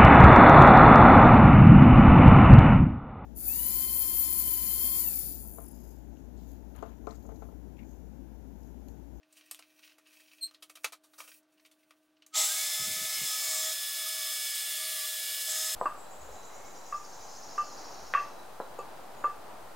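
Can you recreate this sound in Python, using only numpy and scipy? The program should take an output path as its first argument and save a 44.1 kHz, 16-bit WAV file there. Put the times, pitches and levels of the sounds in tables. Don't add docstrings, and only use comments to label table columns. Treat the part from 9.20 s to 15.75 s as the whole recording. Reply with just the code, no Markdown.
import sys
import numpy as np
from scipy import signal
from scipy.fft import rfft, irfft, next_fast_len
from scipy.io import wavfile
from scipy.ndimage import uniform_filter1d

SR = 44100
rng = np.random.default_rng(int(sys.argv[2]) if len(sys.argv) > 2 else 0)


def wav_record(signal):
    frames = np.transpose(np.atleast_2d(signal))
    bounded = np.clip(frames, -1, 1)
    quanta = np.round(bounded * 32767).astype(np.int16)
    wavfile.write(sys.argv[1], SR, quanta)


def level_to_linear(level):
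    exponent = np.asarray(level, float) / 20
    return 10 ** exponent


N = 288855
TIME = np.arange(N) / SR
SLOW = 40


def rms_one(x):
    return x / np.sqrt(np.mean(x ** 2) + 1e-20)


def in_time(rows):
    s, *columns = np.transpose(rows)
    inside = np.clip(np.minimum(TIME - s[0], s[-1] + .005 - TIME) / .005, 0, 1)
    return [np.interp(TIME, s, column) for column in columns] + [inside]


def fill(slow):
    return np.interp(TIME, np.arange(len(slow)) * SLOW / SR, slow)


def slow_chance(rate):
    r = np.exp(-2 * SLOW * np.pi * rate / SR)
    settle = 2000
    noise = rng.standard_normal(N // SLOW + 2 + settle)
    return rms_one(signal.lfilter([1], [1, -2 * r, r * r], noise)[settle:])


def drift(rate):
    return fill(slow_chance(rate))


def bumps(t, s, length):
    return np.cos(np.pi * np.clip((t - s[:, None]) / length[:, None], -.5, .5)) ** 2


def swells(rows):
    s, length, *heights = np.transpose(rows)
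    shape = bumps(TIME[::SLOW], s, length)
    return [fill(height @ shape) for height in heights]


def band(x, low_hz, high_hz):
    return signal.sosfilt(signal.butter(2, [low_hz, min(high_hz, .45 * SR)], "band", fs=SR, output="sos"), x)


def coloured(x, spectrum):
    hz, level_db = np.transpose(spectrum)
    size = 2 * next_fast_len(N // 2 + 1)
    grid = np.maximum(np.arange(size // 2 + 1) * SR / size, 1)
    gain = level_to_linear(np.interp(np.log(grid), np.log(hz), level_db))
    return rms_one(irfft(rfft(x, size) * gain, size)[:N])


def resonance(x, hz, width):
    r = np.exp(-np.pi * width / SR)
    poles = [1, -2 * r * np.cos(2 * np.pi * hz / SR), r * r]
    return signal.lfilter((1 - r * r) / 2 * np.array([1, 0, -1]), poles, x)


def tone(hz, waver, flutter_db):
    phase = 2 * np.pi / SR * np.cumsum(hz * fill(1 + waver * slow_chance(37.9)))
    return np.sin(phase) * fill(np.sqrt(2) * level_to_linear(flutter_db * slow_chance(34.4)))


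def patchy(x, depth_db):
    hz, _, spectra = signal.stft(x, SR, nperseg=2048)
    field = rng.standard_normal(spectra.shape)
    lasting = uniform_filter1d(field[:, :1], size=3, axis=0)
    fleeting = uniform_filter1d(uniform_filter1d(field, size=3, axis=0), size=20, axis=1)
    gain = level_to_linear(depth_db * (rms_one(lasting) + .7 * rms_one(fleeting)) * (hz[:, None] > 700))
    return rms_one(signal.istft(spectra * gain, nperseg=2048)[1][:N])


# frequency in Hz, level in dB per Hz.
RUSH_COLOUR = [(35, -72), (60, -39.5), (540, -27), (636, -15.5), (803, -19.5), (1580, -15), (1700, -16),
               (1820, -10), (2710, -6), (3420, -4), (3760, -2.5), (4970, -4.5), (5460, -6.5), (8920, -2),
               (16000, -6)]
# centre in seconds, length in seconds, change in dB.
BODY_SHADE = [(3.19, 0.47, 1), (3.71, 0.3, -1), (4.21, 0.14, -0.5), (4.63, 1, -1), (6.25, 0.12, -0.5)]


def air_rush(effort_db):
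    on_s, rise_db_per_s, spin_up_s = 3.146, 1506, 0.19
    level_db = -38.5 + 0.05 * effort_db + swells(BODY_SHADE)[0]
    level_db -= rise_db_per_s * np.maximum(on_s - TIME, 0)
    rush = patchy(coloured(rng.standard_normal(N), RUSH_COLOUR), depth_db=1.5)
    rush = level_to_linear(level_db + 4.5 + .5 * drift(28.0)) * rush
    middle = band(rush, 300, 19800)
    return middle + (rush - middle) * np.clip((TIME - on_s) / spin_up_s, .1, 1)


BUZZ_HZ = 635.2
# frequency in Hz, width in Hz, level in dB.
HOUSING = [(776, 84, -7.5), (1228, 113, -8.5), (2100, 210, -8.5), (3670, 690, -6), (5100, 3100, -9.5),
           (6480, 1600, -5), (7560, 680, -8), (10600, 2100, -36)]
# frequency in Hz, width in Hz, level in dB.
BLADE_GUARD = [(3490, 90, -10), (5445, 30, -4), (5548, 22, -2), (5920, 50, -2), (6160, 50, -8),
               (6497, 40, -2), (6864, 30, -2), (7012, 45, -2), (7425, 20, 4), (7634, 40, 4), (7764, 35, 0),
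               (8317, 35, -3)]
# frequency in Hz, width in Hz, level in dB.
SWITCH_ON = [(7430, 69, 5), (2100, 54, -5), (850, 87, -7)]
# multiple of the buzz, level in dB.
RATTLE_ORDERS = [(3, -29), (8, -21), (12, -26)]


def housing_rattle():
    pulses = 1 + .6 * np.cos(2 * np.pi * BUZZ_HZ * TIME)
    sparks = pulses * rng.standard_normal(N) * level_to_linear(.6 * drift(60))
    rattle = np.zeros(N)
    for k, (hz, width, db) in enumerate(HOUSING):
        rattle += level_to_linear(db) * resonance(np.roll(sparks, 977 * k), hz, width)
    other_sparks = sparks[::-1]
    rattle += sum(level_to_linear(db + 4.5) * resonance(other_sparks, hz, width) for hz, width, db in BLADE_GUARD)
    surge = sum(level_to_linear(db) * resonance(other_sparks, hz, width) for hz, width, db in SWITCH_ON)
    surge_fade_s = 0.045
    rattle += surge * np.exp(-np.maximum(TIME - 3.25, 0) / surge_fade_s)
    rattle = rms_one(band(band(rattle, 550, 19500), 590, 21000))
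    return rattle + sum(level_to_linear(db) * tone(k * BUZZ_HZ, .0007, 2.5) for k, db in RATTLE_ORDERS)


# centre in seconds, length in seconds, tone in dB, octave in dB.
BUZZ_NODES = [(3.14, 0.08, -27, 14), (3.24, 0.25, -4, 0), (3.36, 0.54, -10, 3), (3.51, 0.16, -5.5, -14),
              (3.63, 0.27, -5.5, 9.5), (3.71, 0.14, -1.5, -24), (3.78, 0.16, -5, 8), (3.85, 0.049, 4, 4),
              (3.93, 0.065, 7, 1), (4.02, 0.51, -13.5, 2), (4.04, 0.063, 4, -7), (4.145, 0.19, -2, 13.5),
              (4.22, 0.28, -4.5, -5), (4.49, 0.12, 3.5, 7.5), (4.68, 0.49, -5.5, 0), (4.84, 0.46, 4, -4),
              (5.05, 0.36, 4.5, 0), (5.145, .1, -3, 2), (5.38, 0.53, -7, -13), (5.72, 0.85, 6.5, -10),
              (6.1, 0.43, 1, -2), (6.4, 0.47, -2.5, 3)]


def pulse_buzz(effort_db):
    tone_db, upper_db = swells(BUZZ_NODES)
    buzz_db = -54 + 0.92 * effort_db + tone_db
    octave_db = -59.5 + 0.5 * effort_db + upper_db
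    flicker_db = drift(14)
    buzz = level_to_linear(buzz_db + flicker_db / 2) * np.sin(2 * np.pi * BUZZ_HZ * TIME)
    buzz += level_to_linear(octave_db - 4.0 + flicker_db) * tone(2 * BUZZ_HZ, 0.0025, 0.9)
    return np.sqrt(2) * buzz


# centre in seconds, length in seconds, frequency in Hz, width in Hz, change in dB.
MOVING_PATHS = [(3.127, 0.11, 12900, 4500, -18), (3.2, 0.25, 8400, 972, -3), (3.22, 0.12, 1450, 185.2, -1),
                (3.255, 0.24, 7770, 300, 4.5), (3.383, 0.65, 10970, 300, 5),
                (3.723, 0.91, 9000, 833.3, -0.5), (3.75, 0.33, 970, 199, -1.5), (3.98, .25, 12500, 500, 1),
                (3.986, .3, 2220, 120, 8), (4.0, 2.1, 1530, 200, 1), (4.01, 0.24, 2950, 200, 6),
                (4.295, .6, 14800, 906, 3.5), (4.307, 0.34, 1130, 110, 4), (4.35, .3, 8900, 150, 6),
                (4.376, 0.44, 8300, 463, 2.5), (4.4, 0.6, 6900, 450, 4), (4.7, 0.43, 11700, 900, -1),
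                (4.85, 0.75, 15000, 300, 5), (4.858, 0.31, 1250, 90, 8), (5.09, 0.66, 7130, 400, 0.5),
                (5.1, 1, 6400, 200, 4), (5.107, 1.8, 1230, 160, 7), (5.2, 0.39, 10600, 555.6, 2),
                (5.3, 0.62, 8000, 405, 3), (5.44, 2.9, 1040, 203.7, -6), (5.505, 1.1, 8950, 250, 3.5),
                (5.51, 1.2, 2860, 90, 5), (5.622, 2.3, 3200, 110, 5.5), (5.65, .4, 11000, 250, 1),
                (5.7, 0.67, 1190, 110, 9.5), (5.82, .45, 12750, 300, 3), (6.1, 0.78, 9660, 400, -2.5),
                (6.157, .3, 11000, 250, 0), (6.2, .8, 9150, 200, 4), (6.21, 0.42, 3020, 79.3, 5),
                (6.302, 0.86, 2340, 270, -4), (6.404, 0.56, 7960, 300, 2.5), (6.41, .3, 14800, 300, -3),
                (6.423, 0.46, 6600, 350, 4), (6.433, 0.43, 1690, 120, 7)]


def moving_paths(x):
    hz, t, spectra = signal.stft(x, SR, nperseg=1024)
    s, length, centre_hz, width, db = np.transpose(MOVING_PATHS)
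    when = bumps(t, s, length)
    where = db * np.exp(-((hz[:, None] - centre_hz) / width) ** 2)
    return signal.istft(spectra * level_to_linear(where @ when), nperseg=1024)[1][:N]


# time in seconds, level of the rattle in dB.
MOTOR_CURRENT = [(3.11, -105), (3.145, -45), (3.156, -33.5), (3.19, -30.5), (3.23, -32.5), (3.29, -37),
                 (3.5, -41.5), (4.02, -44), (4.07, -41), (4.2, -43), (4.3, -40.5), (4.52, -41.5),
                 (4.542, -51), (6.26, -55.5), (6.285, -41), (6.5, -41.5), (6.55, -46)]


def saw():
    current_db, inside = in_time(MOTOR_CURRENT)
    effort_db = current_db + 44.0
    noise = air_rush(effort_db) + level_to_linear(4.5 + current_db) * housing_rattle()
    return inside * (moving_paths(noise) + pulse_buzz(effort_db))


# time in seconds, pitch in Hz.
GEAR_RUN_UP = [(3.25, 4200), (3.295, 4680), (3.332, 4890), (3.375, 5060), (3.42, 5125)]
# time in seconds, pitch in Hz.
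GEAR_AT_SPEED = [(3.47, 5170), (3.66, 5207), (3.88, 5209), (4.04, 5129), (4.2, 5200), (4.43, 5156),
                 (5.93, 5136), (6.48, 5164), (6.55, 5160)]
# multiple, level in dB.
GEAR_UPPER = [(4, -9), (5, -10), (6, -8), (7, -20)]
# centre in seconds, length in seconds, second in dB, third in dB.
MESH_SWELLS = [(3.48, 1, 0, 5), (3.82, 0.41, -1.5, -4), (3.93, 0.16, -6, 6), (4.24, 1, -2.5, 5),
               (4.65, 0.46, -1, 0.5), (5.1, 1, -1, 3), (5.62, 0.62, -1, -4), (5.8, 0.17, -0.5, 3),
               (5.98, 0.57, -2.5, -3.5), (6.2, 0.24, -2.5, 1), (6.48, 0.66, -3.5, 4.5)]
# centre in seconds, length in seconds, change in dB.
RISING_NODES = [(3.315, 0.05, 8), (3.357, 0.029, -3)]


def gear_whine():
    third_hz, inside = in_time(GEAR_RUN_UP + GEAR_AT_SPEED)
    hz = third_hz / 3
    full_speed_hz = 5160
    short = np.maximum(full_speed_hz - third_hz, 0) / 1000 * (TIME < 3.5)
    second_db, third_db = swells(MESH_SWELLS)
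    level_db = -50 - 8 * short + swells(RISING_NODES)[0]
    second_db = -46.5 + second_db - 120 * short
    third_db = -46 + third_db - 180 * short
    upper = sum(level_to_linear(db) * tone(k * hz, 0.00086, 1.8) for k, db in GEAR_UPPER)
    whine = level_to_linear(level_db) * (tone(hz, 0.00097, 0.27) + upper)
    whine += level_to_linear(second_db) * tone(2 * hz, .0006, 2.5)
    whine += level_to_linear(third_db) * tone(3 * hz, .0007, 1.4)
    return inside * whine


# time in seconds, pitch in Hz, level in dB.
EXTRACTOR_PATH = [(3.35, 2189, -53), (3.4, 2223, -45), (3.48, 2256, -55), (3.76, 2255, -52),
                  (4.04, 2166, -49), (4.075, 2320, -60), (4.28, 2223, -47.5), (4.42, 2220, -54),
                  (4.57, 2251, -61), (4.78, 2240, -54.5), (5.3, 2257, -50.5), (5.5, 2215, -57),
                  (5.66, 2230, -50), (5.77, 2246, -58), (5.91, 2218, -62), (6.08, 2285, -52),
                  (6.3, 2250, -56.5), (6.55, 2240, -65)]
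# multiple, level in dB.
EXTRACTOR_STACK = [(1, 0), (2, -3), (4, -13), (5, -17)]


def extractor_whistle():
    hz, level_db, inside = in_time(EXTRACTOR_PATH)
    stack = sum(level_to_linear(db) * tone(k * hz, .003, 2.2) for k, db in EXTRACTOR_STACK)
    return inside * level_to_linear(level_db) * stack


# time in seconds, pitch in Hz, level in dB.
CUFF_PATH = [(4.17, 1187, -70), (4.24, 1164, -55), (4.36, 1157, -58), (4.5, 1150, -63), (4.7, 1150, -63.5),
             (4.85, 1138, -70), (5.0, 1148, -59), (5.1, 1182, -60), (5.2, 1200, -63), (5.38, 1195, -66),
             (5.44, 1190, -72), (5.56, 1181, -65), (5.62, 1170, -59), (5.74, 1180, -62), (5.82, 1158, -56),
             (5.9, 1192, -64), (6.0, 1180, -71), (6.2, 1140, -67)]


def cuff_whistle():
    hz, level_db, inside = in_time(CUFF_PATH)
    return inside * level_to_linear(level_db) * tone(hz, .012, 3.0)


# pitch in Hz, start in seconds, end in seconds, level in dB, unsteadiness 0-1.
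FAINT_TONES = [(1268, 3.13, 3.27, -48, .3), (1906, 6.27, 6.6, -58, .15), (1906, 4.3, 4.54, -60, .3),
               (3490, 3.14, 3.46, -48, .4), (1310, 3.88, 3.99, -56, .6), (2075, 3.42, 3.78, -51, .35),
               (2070, 3.75, 4.08, -56, .4), (1240, 5.08, 5.18, -59, .4), (1255, 4.8, 4.9, -59, .4),
               (2040, 5.3, 5.9, -62, .5), (4480, 5.2, 5.75, -54, .3), (2900, 6.05, 6.25, -54, .3),
               (2885, 4.6, 6.3, -58, .6), (465, 4.05, 4.5, -75, .4), (460, 5.4, 6.0, -78, .4),
               (8990, 5.35, 5.8, -53, .5), (11220, 3.4, 3.62, -54, .3), (12000, 3.95, 4.1, -55, .35),
               (462, 5.95, 6.6, -71, .2), (3505, 4.25, 5.6, -53, .3), (3490, 4.95, 5.3, -53, .4),
               (3530, 3.42, 4.2, -56, .4), (1841, 4.3, 6.2, -64, .25), (9300, 4.05, 4.2, -52, .3),
               (7800, 4.6, 6.55, -62, .6), (6480, 4.6, 6.55, -64, .5)]


def faint_tones():
    out = np.zeros(N)
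    for hz, start, end, db, unsteady in FAINT_TONES:
        on = np.clip(np.minimum(TIME - start, end - TIME) / 0.026, 0, 1)
        wander = fill(1 + .012 * unsteady ** 2 * slow_chance(2.5))
        out += on * level_to_linear(db) * tone(hz * wander, 0.007 * unsteady, 3.5 * unsteady)
    return out


# frequency in Hz, level in dB per Hz.
PUFF_SPECTRUM = [(18, -46), (30, -20), (146, 0.5), (304, -8), (393, -6.5), (514, -17), (560, -16),
                 (730, -40), (1230, -120)]
# time of peak in seconds, level in dB.
AIR_GUSTS = [(3.617, -48), (3.678, -49), (3.71, -52), (3.78, -51.5), (3.822, -53), (3.98, -58.5),
             (4.023, -48.5), (4.065, -67), (4.19, -71)]


def puffs():
    rise_db_per_s, fall_db_per_s = 651, 384
    lumps = coloured(rng.standard_normal(N) * level_to_linear(1.9 * drift(52)), PUFF_SPECTRUM)
    gusts_db = [db - np.maximum(rise_db_per_s * (s - TIME), fall_db_per_s * (TIME - s)) for s, db in AIR_GUSTS]
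    return level_to_linear(np.max(gusts_db, axis=0)) * lumps


# start in seconds, peak in dB, spread in seconds, ring in Hz.
HOSE_TAPS = [(0.0314, -57.5, 0.0011, 2620), (0.2108, -46.5, 0.00071, 2820), (1.11, -60, 0.0077, 3050),
             (0.592, -56, .002, 1500), (0.999, -52, 0.00079, 1800), (0.425, -44.5, 0.0006, 2600),
             (0.631, -54, 0.0027, 2850), (0.634, -52, 0.00099, 2840), (0.677, -48.5, 0.00091, 2840),
             (0.6898, -57, 0.013, 2830), (.719, -53, .0015, 2860), (0.856, -57.5, 0.014, 2840),
             (1.274, -56, 0.007, 4050), (1.345, -46.5, 0.0021, 3450), (2.116, -45, 0.002, 2240),
             (2.375, -64, 0.0042, 2860), (2.397, -54.5, 0.0019, 1900), (2.45, -49.5, 0.002, 2130),
             (2.966, -66, 0.0053, 2860), (3.022, -52, 0.001, 2900), (2.629, -65, 0.0057, 2100)]
# start in seconds, peak in dB, spread in seconds, ring in Hz.
METAL_TAPS = [(0.125, -58.5, 0.0038, 7540), (0.165, -55.5, 0.011, 2820), (0.3117, -35, 0.0013, 8500),
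              (0.3466, -43, 0.0003, 3260), (.5916, -61, .0017, 2730), (0.928, -59.5, 0.0083, 2460),
              (1.0014, -56.5, 0.0036, 2300), (1.13, -61, 0.0049, 2410), (2.512, -61, 0.0062, 3520),
              (1.635, -51, 0.0025, 6100)]
# start in seconds, peak in dB, spread in seconds, ring in Hz.
RAIL_TAPS = [(.39, -48.5, 0.0033, 2870), (.7806, -58.5, 0.0054, 1850), (1.339, -62, 0.0014, 5100),
             (1.6434, -27, 0.0022, 2100), (2.0031, -41, 0.0015, 2470), (2.0323, -57, 0.011, 2230),
             (2.075, -52.5, 0.0068, 2680)]
# start in seconds, peak in dB, spread in seconds, ring in Hz.
PALM_TAPS = [(1.721, -50, 0.0061, 3670), (1.834, -65.5, 0.013, 3580), (1.978, -53.5, 0.023, 5500),
             (2.228, -80, 0.0048, 5850), (2.32, -77, 0.0088, 2620)]
# start in seconds, peak in dB, spread in seconds, ring in Hz.
WOOD_TAPS = [(1.311, -55, 0.00084, 2880), (1.571, -50.5, 0.0014, 2330), (1.7289, -47.5, 0.0034, 1960),
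             (1.934, -58.5, 0.005, 3530), (2.708, -52, 0.00091, 2030)]
# start in seconds, peak in dB, spread in seconds, ring in Hz.
BASE_TAPS = [(1.423, -45, 0.0058, 3200), (1.496, -47, 0.0041, 2310), (1.553, -48, 0.0056, 3250)]
# start in seconds, peak in dB, spread in seconds, ring in Hz.
LATCH_TAPS = [(.871, -57, .0015, 2600), (2.457, -58, .005, 3500), (3.064, -52, 0.0012, 6450),
              (3.065, -58, .002, 14500)]
# start in seconds, peak in dB, spread in seconds, ring in
# Hz.
ADDED_RINGS = [(1.6436, -29, .003, 3400), (1.645, -33, .004, 6300), (.3115, -41, .003, 4700),
               (3.023, -55, .003, 2900), (1.6446, -30, .004, 1150), (1.731, -46, .004, 1250)]
# low share in dB, high share in dB.
TAP_SHARES = [(-27, -22), (-17.5, -0.5), (-9.5, -3), (-5.5, 4.5), (-8.5, -9.5), (-14, -2), (-21, -1.5),
              (-28, -31)]
# frequency in Hz, width in Hz, level in dB.
BOARD_MODES = [(630, 790, -1.5), (1270, 260, 0), (2240, 170, -8)]


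def taps():
    kinds = HOSE_TAPS, METAL_TAPS, RAIL_TAPS, PALM_TAPS, WOOD_TAPS, BASE_TAPS, LATCH_TAPS, ADDED_RINGS
    tick_db, tick_spread_s = 15, .002
    push, ring = np.zeros((3, N)), np.zeros(N)
    span = TIME[:SR // 8]
    for kind, (low_db, high_db) in zip(kinds, TAP_SHARES):
        for s, peak_db, spread, hz in kind:
            x = span / spread
            release = np.exp(-x / 1.7) + 0.24 * np.exp(-span / 0.017)
            burst = level_to_linear(peak_db) * np.tanh(2.0 * x) * release * rng.standard_normal(len(span))
            burst[0] = level_to_linear(peak_db + tick_db) * np.exp(-(spread / tick_spread_s) ** 2)
            here = slice(round(s * SR), round(s * SR) + len(span))
            push[:, here] += level_to_linear(np.array([[low_db], [0], [high_db]])) * burst
            ring[here] += resonance(burst, hz, .14 * hz)
    low, mid, high = push + 1e-18
    board = sum(level_to_linear(db + 20.0) * resonance(low, hz, width) for hz, width, db in BOARD_MODES)
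    crack = level_to_linear(-6.0) * band(low, 470, 840)
    crack += level_to_linear(0.5) * band(band(mid, 950, 4630), 880, 11000)
    crack += level_to_linear(3.0) * band(high, 2600, 11800)
    contact = board + crack + level_to_linear(8.0) * ring
    table_thud = level_to_linear(-11) * band(low, 150, 400)
    return table_thud + band(band(contact, 520, 19000), 520, 19000)


# time in seconds, pitch in Hz, level in dB.
SQUEAK_PATH = [(1.208, 4500, -60), (1.213, 4300, -48), (1.222, 4220, -45.5), (1.228, 4220, -36.5),
               (1.236, 4060, -36), (1.247, 4200, -35), (1.251, 4340, -40.5), (1.268, 4160, -45.5),
               (1.3, 4100, -88)]
# multiple, level in dB.
SQUEAK_STACK = [(1, -5), (2, -11.5), (3, -23)]


def squeak():
    hz, level_db, inside = in_time(SQUEAK_PATH)
    phase = 2 * np.pi * np.cumsum(hz * (1 + .007 * drift(140))) / SR
    stack = sum(level_to_linear(db) * np.sin(k * phase) for k, db in SQUEAK_STACK)
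    return np.sqrt(2) * inside * level_to_linear(level_db + 1.9 * drift(120)) * stack


def grains(per_s, spread_db):
    sizes = level_to_linear(spread_db * np.minimum(rng.exponential(1, N), 4)) * rng.standard_normal(N)
    return sizes * (rng.random(N) < per_s / SR) + 1e-18


# time in seconds, level in dB.
RUB_EFFORT = [
    [(0, -95), (.158, -70), (.522, -73.5), (.65, -64.5), (.79, -81.5), (.9, -67), (1.134, -68),
     (1.344, -76), (1.4, -88)],
    [(1.4, -89), (1.608, -80.5), (1.764, -102), (2.028, -71.5), (2.146, -72.5), (2.185, -76.5),
     (2.21, -103)],
    [(2.21, -100), (2.368, -84.5), (2.586, -85), (2.836, -88), (3.054, -99), (3.12, -83)],
]
RUB_BRIGHT_DB = [1, 14, 9.5]
# frequency in Hz, level in dB per Hz.
RUB_MIDDLE = [(410, -63), (700, -18.5), (851, -8.5), (1280, -28), (1490, -11), (2200, -4), (2500, 2),
              (2900, -3), (3500, -4.5), (4120, -7), (6500, -11.5), (8450, -32.5), (14300, -120)]
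# frequency in Hz, level in dB per Hz.
RUB_TREBLE = [(3000, -20), (5000, -5), (7100, -2), (9000, 1), (12000, -2), (15000, 0.5), (17000, 6.5)]


def rustle():
    clumps = level_to_linear(2.0 * drift(25))
    mid = coloured(grains(2000, 2.2) * clumps * level_to_linear(2.0 * drift(40)), RUB_MIDDLE)
    high = coloured(grains(12000, 2.5) * clumps, RUB_TREBLE)
    out = np.zeros(N)
    for stroke, bright_db in zip(RUB_EFFORT, RUB_BRIGHT_DB):
        db, inside = in_time(stroke)
        treble_db = bright_db + 0.15 * (db + 74.5)
        out += inside * level_to_linear(db) * (mid + level_to_linear(treble_db) * high)
    return out


def shop(x):
    t60_s, tail_db = 0.079, 1
    t = TIME[:SR // 3]
    noise = rng.standard_normal(len(t))
    mid_noise = band(noise, 320, 4500)
    tail = mid_noise * level_to_linear(-60 * t / t60_s) + (noise - mid_noise) * level_to_linear(-60 * t / (1.09 * t60_s))
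    return x + level_to_linear(tail_db) * signal.fftconvolve(x, tail / np.sqrt(np.sum(tail ** 2)))[:N]


# frequency in Hz, level in dB.
FAN_HUM = [(306.8, -73.5), (635.2, -80), (1168, -91), (1238, -100), (1540, -89.5)]
# frequency in Hz, level in dB per Hz.
ROOM_AIR = [(18, -33.5), (30, 17), (56, -25.5), (239, -18), (303, -8), (404, -17), (569, -16.5), (632, -7),
            (702, -16.5), (1540, -18), (2480, -24), (2980, -20.5), (16000, -43)]


def background():
    hum = sum(level_to_linear(db) * tone(hz, 0.00023, 0.31) for hz, db in FAN_HUM)
    air = band(band(coloured(rng.standard_normal(N), ROOM_AIR), 93.8, 18950), 71.7, 18950)
    duck_db = -7.5 * np.clip((TIME - 3.15) / 0.66, 0, 1)
    return (hum + level_to_linear(-70.5) * air) * level_to_linear(duck_db)


def scene():
    contacts, rubber = taps() / 2, squeak()
    machine = saw() + gear_whine() + extractor_whistle() + cuff_whistle() + faint_tones()
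    handling = contacts + rubber + shop(contacts + level_to_linear(-1) * rubber + rustle())
    mono = handling + machine + puffs() + background()
    mono = signal.sosfilt(signal.ellip(12, .5, 60, 15950, fs=SR, output="sos"), mono)
    return np.array([mono, mono])


# centre in seconds, low edge in Hz, high edge in Hz.
SIDE_PATCHES = [(4.563, 5150, 6300), (4.749, 8250, 9700), (4.842, 8900, 12500), (4.865, 6850, 8300),
                (5.097, 5150, 6900), (5.143, 5150, 6300), (5.329, 8250, 9700), (5.329, 11000, 12500),
                (5.329, 13750, 16000), (5.376, 10300, 11750), (5.445, 8900, 11750), (5.608, 10300, 11750),
                (5.608, 14450, 16000), (5.956, 8900, 11100), (6.304, 14450, 16000), (6.351, 7550, 9000),
                (6.467, 5150, 6300), (6.467, 12350, 13850)]


def differing_sides(dry):
    out, size = dry.copy(), 2048
    hz = np.arange(size // 2 + 1) * SR / size
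    window = np.sin(np.pi * np.arange(size) / size) ** 2
    for s, low_hz, high_hz in SIDE_PATCHES:
        at = round(s * SR) - size // 2
        part = rfft(dry[0, at:at + size]) * (hz > low_hz) * (hz < high_hz)
        other = irfft(part * np.exp(2j * np.pi * rng.random(len(hz))), size)
        out[:, at:at + size] += window * (0.66 * other * [[1], [-1]] - 0.4 * irfft(part, size))
    return out


def top_cut(x):
    return signal.sosfilt(signal.butter(12, 17030, fs=SR, output="sos"), x)


def record(dry):
    mix = differing_sides(dry)
    return top_cut(mix)


dry = scene()
out = record(dry)
wav_record(out)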